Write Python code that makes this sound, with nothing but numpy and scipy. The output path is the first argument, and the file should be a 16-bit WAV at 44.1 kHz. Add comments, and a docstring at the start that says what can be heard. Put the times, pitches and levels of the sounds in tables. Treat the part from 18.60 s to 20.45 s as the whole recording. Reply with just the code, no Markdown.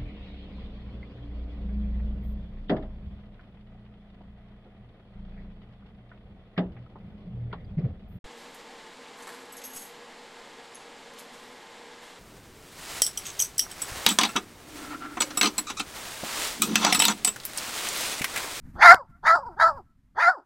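"""A dog barking on a pebble shore

A dog barks four times. Each bark rises and falls in pitch: it is hoarse as the mouth opens wide, clears
as the mouth begins to close and sinks into a small whine. The vocal folds make the tone, and rushing
breath adds rasp and hiss. The stones scatter the sound and the shore echoes it faintly. Light wind
rumbles on the microphone, and a pebble clicks against another."""
import sys
import numpy as np
from scipy import signal
from scipy.fft import rfft, irfft
from scipy.io import wavfile
from scipy.ndimage import uniform_filter1d, minimum_filter1d, map_coordinates

SR = 44100
rng = np.random.default_rng(int(sys.argv[2]) if len(sys.argv) > 2 else 0)


def unload_wav(signal):
    """Save mono or channel-first audio to the path in sys.argv[1] as 16-bit WAV at rate SR, clipped to [-1, 1]."""
    wavfile.write(
        sys.argv[1],
        SR,
        np.round(np.clip(np.atleast_2d(signal).T, -1, 1) * 32767).astype(np.int16),
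    )


N = 81585
T = np.arange(N) / SR
BREATH_PULSING = .5  # how deeply the breath pulses with each swing of the vocal folds


def undb(db):
    """Turn decibels into a number to multiply by."""
    return 10 ** (np.asarray(db) / 20)


def gain_at(colour, hz):
    """Read the gain at each frequency from a curve of (frequency [Hz], level [dB]) points."""
    points_hz, db = np.array(colour, float).T
    return undb(np.interp(np.log(np.maximum(hz, 1)), np.log(points_hz), db))


def unit(x):
    """Scale a sound so that its average power is 1."""
    return x / np.sqrt(np.mean(x ** 2))


def noise(colour, size):
    """Noise of power 1, coloured by (frequency [Hz], relative level [dB]) points."""
    spectrum = rfft(rng.standard_normal(size))
    return unit(irfft(spectrum * gain_at(colour, np.fft.rfftfreq(size, 1 / SR)), size))


def wobble(rate, size):
    """A smooth random curve that strays by about 1 and changes about `rate` times a second."""
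    samples_per_step = max(int(SR / rate), 2)
    steps = rng.standard_normal(4096)
    return 1.166 * map_coordinates(steps, [np.arange(size) / samples_per_step], order=3, mode="mirror")


def wind():
    """Light gusts flutter and rumble on the microphone over a faint steady hiss."""
    # strength of the gusts: (time [s], level [dB])
    gusts = [(0, -56.5), (.06, -45.5), (.33, -46), (.43, -60), (.55, -54), (1.19, -50), (1.3, -63),
             (1.56, -61), (1.66, -73.5)]
    # colour of the rumble: (frequency [Hz], relative level [dB])
    rumble_colour = [(60, -0.5), (250, -9), (450, -34.5), (1900, -34), (3000, -51)]
    level_db = np.interp(T, *np.array(gusts).T) + 2 * wobble(56, N)
    rumble = undb(level_db) * noise(rumble_colour, N)
    return rumble + undb(-85) * noise([(2000, -5.5), (14000, -17.5)], N)


def pebble(tick_s=.00035, knock_s=.0015):
    """Stone hits stone: a sharp tick with a dull knock under it, both dying away fast."""
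    size = SR // 20
    t = T[:size]
    tick = noise([(8000, 3.5), (15000, -32.5)], size) * np.exp(-t / tick_s)
    dull_stereo = [noise([(700, -2.5), (2500, -33), (9000, -45.5)], size) for _ in range(2)]
    knock = dull_stereo * np.exp(-t / knock_s)
    return tick + undb(.5) * knock


def reflections(start_s, fade_s):
    """Many tiny echoes that begin at start_s and fall by 60 dB over fade_s."""
    fade = (T > start_s) * undb(-60 * np.maximum(T - start_s, 0) / fade_s)
    tail = rng.standard_normal(N) * fade
    return tail / np.sqrt(np.sum(tail ** 2))


def shore(sound, echo_hz=1080):
    """Add quick scatter from the stones, then a faint echo from the rocks, strongest near echo_hz."""
    echo_band = signal.iirpeak(echo_hz, 2, fs=SR)
    echo = signal.lfilter(*echo_band, reflections(start_s=.24, fade_s=.12))
    scatter = reflections(start_s=.013, fade_s=.084)
    response = undb(-17.5) * scatter + undb(-57) * echo
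    return sound + signal.fftconvolve(sound, response[None], axes=1)[:, :N]


def mouth(hz, cutoff_hz, steepness=11.5):
    """The mouth lets through a band of frequencies; both edges of the band rise as it opens."""
    low_edge_hz = .29 * cutoff_hz
    low_cut = 1 + (low_edge_hz / hz) ** 8
    high_cut = 1 + (hz / cutoff_hz) ** (2 * steepness)
    return 1 / np.sqrt(low_cut * high_cut)


def hiss(t, pitch_hz, phase, cutoff_hz):
    """Breath and high overtones ring in rising bands over a broad hiss; t is 0 at the loudest part."""
    # high resonances of the voice: (centre at t = 0 [Hz], width [Hz], relative level [dB], rise [oct/s])
    resonances = [(4038, 330, 0, 3.6), (4800, 650, -1, 0.91), (6890, 700, -9, 2.2), (10370, 3700, -19, .5)]
    size, bands = len(t), 0
    opening = cutoff_hz / 2000  # above 1 when the mouth is wide open
    for middle_hz, width_hz, db, rise in resonances:
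        centre_hz = middle_hz * 2 ** (rise * np.clip(t, -.07, .07))
        turn = 2 * np.pi * np.cumsum(centre_hz) / SR
        air = wobble(width_hz, size) * np.cos(turn) + wobble(width_hz, size) * np.sin(turn)
        ring = 0
        for k in range(4, 18):  # an overtone rings most when it is near the centre
            distance = 2 * (k * pitch_hz - centre_hz) / width_hz
            ring = ring + np.sin(k * phase + rng.uniform(0, 2 * np.pi)) / (1 + distance ** 2)
        brightness = opening ** (middle_hz / 5950)  # a closing mouth dulls the highest bands most
        bands = bands + undb(db) * (air / np.sqrt(2) + undb(1.5) * ring) * brightness
    broad_colour = [(3000, -3.5), (5500, 3.5), (8200, -12.0), (14500, -21.5)]
    middle = undb(-5) * noise(broad_colour, size)
    sides = undb(-35) * noise(broad_colour, size) * np.array([[1], [-1]])  # opposite in left and right
    broad = (middle + sides) * opening ** 2
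    return (bands + broad) * unit(1 + BREATH_PULSING * np.cos(phase))


def rasp(phase, cutoff_hz, band_hz=150):
    """Swirling breath pulses with the vocal folds and passes through the mouth; power about 1."""
    # colour of the rasp before the mouth shapes it: (frequency [Hz], relative level [dB])
    rasp_colour = [(400, -28), (540, -41), (680, -8), (900, -1), (1100, -4.5), (1350, -0.5), (1550, -1.5),
                   (1850, 0.5), (2450, -8), (3500, -2.5)]
    size = len(phase)
    breath = rng.standard_normal(size) * (1 + BREATH_PULSING * np.cos(phase))
    spectrum = rfft(unit(breath))
    hz = np.fft.rfftfreq(size, 1 / SR)
    colour = gain_at(rasp_colour, hz)
    out, power = 0, 1e-18
    for centre_hz in band_hz * np.arange(1, 28):  # the moving mouth turns each band up and down
        band = np.maximum(1 - abs(hz - centre_hz) / band_hz, 0) * colour
        gain = mouth(centre_hz, cutoff_hz)
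        out = out + gain * irfft(spectrum * band, size)
        power = power + gain ** 2 * np.mean(band * colour)
    return out / np.sqrt(power)


def voice(multiples, pitch_hz, phase, cutoff_hz, phase_wander):
    """The vocal folds make tones at multiples of the pitch, shaped by throat and mouth; power about 1."""
    # resonances of the throat: (frequency [Hz], relative level [dB])
    throat = [(340, -1), (480, -21), (570, -14), (680, -10.5), (790, -8), (950, 0), (1130, -17),
              (1330, 1.5), (1450, -9), (1650, 1.5), (2020, -2.5), (2300, -6.5)]
    size, out, power = len(pitch_hz), 0, 1e-18
    for k in multiples:
        rolloff = undb(-12 * np.log2(max(k / 2, 1)))  # 12 dB less per octave above twice the pitch
        gain = gain_at(throat, k * pitch_hz) * mouth(k * pitch_hz, cutoff_hz) * rolloff
        gain = gain * (.12 if k < 1 else 1)  # a tone below the pitch is faint
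        drift = phase_wander * wobble(150, size) + rng.uniform(0, 2 * np.pi)
        flicker = undb(min(k, 2) * wobble(118.8, size))
        out = out + gain * flicker * np.sin(k * phase + drift)
        power = power + gain ** 2 / 2
    return out / np.sqrt(power)


def bark(rows):
    """One bark: a clear tone from the vocal folds, a rough layer that makes it hoarse, and hiss."""
    times, *curves = np.array(rows, float).T
    size = SR // 2
    t = times[0] + np.arange(size) / SR
    pitch_hz, clear_db, rough_db, cutoff_hz = (np.interp(t, times, curve) for curve in curves)
    hoarseness = undb(rough_db) / (undb(rough_db) + undb(clear_db))
    jitter = .004 * (1 + 2 * hoarseness) * wobble(400, size)  # a hoarse voice has a shakier pitch
    phase = 2 * np.pi * np.cumsum(pitch_hz * (1 + jitter)) / SR
    clear = voice(np.arange(1, 10), pitch_hz, phase, cutoff_hz, phase_wander=.032)
    in_between = voice(np.arange(6) + .5, pitch_hz, phase, cutoff_hz, phase_wander=.65)
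    rough = undb(-6) * in_between + undb(-2.5) * rasp(phase, cutoff_hz)
    effort = undb(rough_db) + undb(clear_db - 9.5)
    hiss_gain = undb(-22) * effort ** 1.18  # the hiss grows faster than the voice
    loudest_s = np.average(t, weights=hiss_gain ** 2)
    breath = hiss(t - loudest_s, pitch_hz, phase, cutoff_hz)
    fade_in = np.clip((t - times[0]) / .012, 0, 1)
    fade_out = np.exp(-np.maximum(t - times[-1], 0) / .011)
    return fade_in * fade_out * (undb(clear_db) * clear + undb(rough_db) * rough + hiss_gain * breath)


def add(track, sound, start_s):
    """Mix a sound into a stereo track, beginning at start_s."""
    start = max(int(start_s * SR), 0)
    track[:, start:start + sound.shape[-1]] += sound[..., :N - start]


def scene():
    """Four barks and their echoes on the shore, with pebble clicks and wind."""
    # how the voice moves, one list per bark:
    # (time [s], pitch [Hz], clear level [dB], rough level [dB], mouth cut-off [Hz])
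    barks = [
        [(.15, 206.2, -82, -44, 1170), (.18, 257.8, -47, -44, 1520), (.205, 423.1, -32, -26.5, 2060),
         (.228, 617.6, -19.5, -11, 2570), (.243, 693.4, -11.5, -11.5, 2140), (.258, 713, -8.5, -7, 2000),
         (.285, 672.5, -4.5, -14.5, 2300), (.314, 694.4, -1.5, -10, 2084), (.338, 790, -15, -15, 1500),
         (.353, 710, -35, -31, 1450), (.385, 620, -42, -42, 1300), (.413, 515, -36, -54, 1250),
         (.455, 340, -73.5, -58, 1242)],
        [(.622, 313.1, -72, -57, 1220), (.64, 432.9, -37.5, -39.5, 1590), (.668, 627.3, -26, -17.5, 2300),
         (.686, 662.3, -16, -18.5, 2230), (.712, 651.3, -14.5, -21, 1890), (.742, 684.5, -14, -33, 1640),
         (.757, 722, -23, -19.5, 1410), (.795, 541.2, -38.5, -35, 1215), (.822, 560, -43, -49, 1300),
         (.837, 475, -38, -51, 1300), (.848, 440, -48, -54, 1300), (.868, 495, -31, -53, 1400),
         (.884, 464.3, -35, -75, 1234), (.897, 369, -47, -56, 1306), (.945, 303, -51.5, -57, 1490)],
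        [(.955, 304.2, -62, -79, 1443), (.983, 438.6, -35.5, -61, 1670), (1.001, 624.4, -34, -18.5, 1920),
         (1.025, 675.7, -12.5, -17.5, 1883), (1.05, 643.8, -13.5, -26, 1650), (1.08, 684.4, -21, -24, 1587),
         (1.108, 611.7, -28, -31, 1310), (1.125, 562, -43, -45, 1310), (1.166, 550, -47, -53, 1300),
         (1.177, 485, -35, -50, 1400), (1.205, 365, -49, -54, 1200), (1.228, 310, -72, -68, 1200)],
        [(1.545, 170, -68, -58, 1400), (1.57, 365, -42, -40, 1900), (1.587, 465, -20, -30, 1700),
         (1.603, 575, -28, -24, 2400), (1.632, 700, -19, -23, 2400), (1.657, 676, -18, -25, 2200),
         (1.683, 702, -12, -27, 1800), (1.697, 765, -16, -24, 1650), (1.712, 705, -29, -35, 1550),
         (1.738, 610, -39, -44, 1500), (1.762, 500, -41, -51, 1300), (1.79, 290, -48, -47, 1400),
         (1.83, 228.3, -86.5, -61.5, 1440)],
    ]
    # a pebble's two quick hits: (time [s], level [dB])
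    clicks = [(0.3449, -11), (0.3559, -32)]
    dog, stones = np.zeros((2, N)), np.zeros((2, N))
    for rows in barks:
        add(dog, bark(rows), start_s=rows[0][0])
    for start_s, db in clicks:
        add(stones, undb(db) * pebble(), start_s)
    return shore(dog) + stones + wind()


def record(dry, limit=1.2, limit_s=.0024, top_hz=14600):
    """A fast limiter turns down the loudest bark, which still just clips; the highest treble is cut."""
    span = int(limit_s * SR)
    needed_gain = np.minimum(1, limit / (abs(dry).max(axis=0) + 1e-9))
    smooth_gain = uniform_filter1d(minimum_filter1d(needed_gain, span), span)
    clipped = np.clip(dry * smooth_gain, -1, 1)
    treble_cut = signal.ellip(8, .2, 70, top_hz, fs=SR, output="sos")
    return signal.sosfilt(treble_cut, clipped)


dry = scene()
out = record(dry)
unload_wav(out)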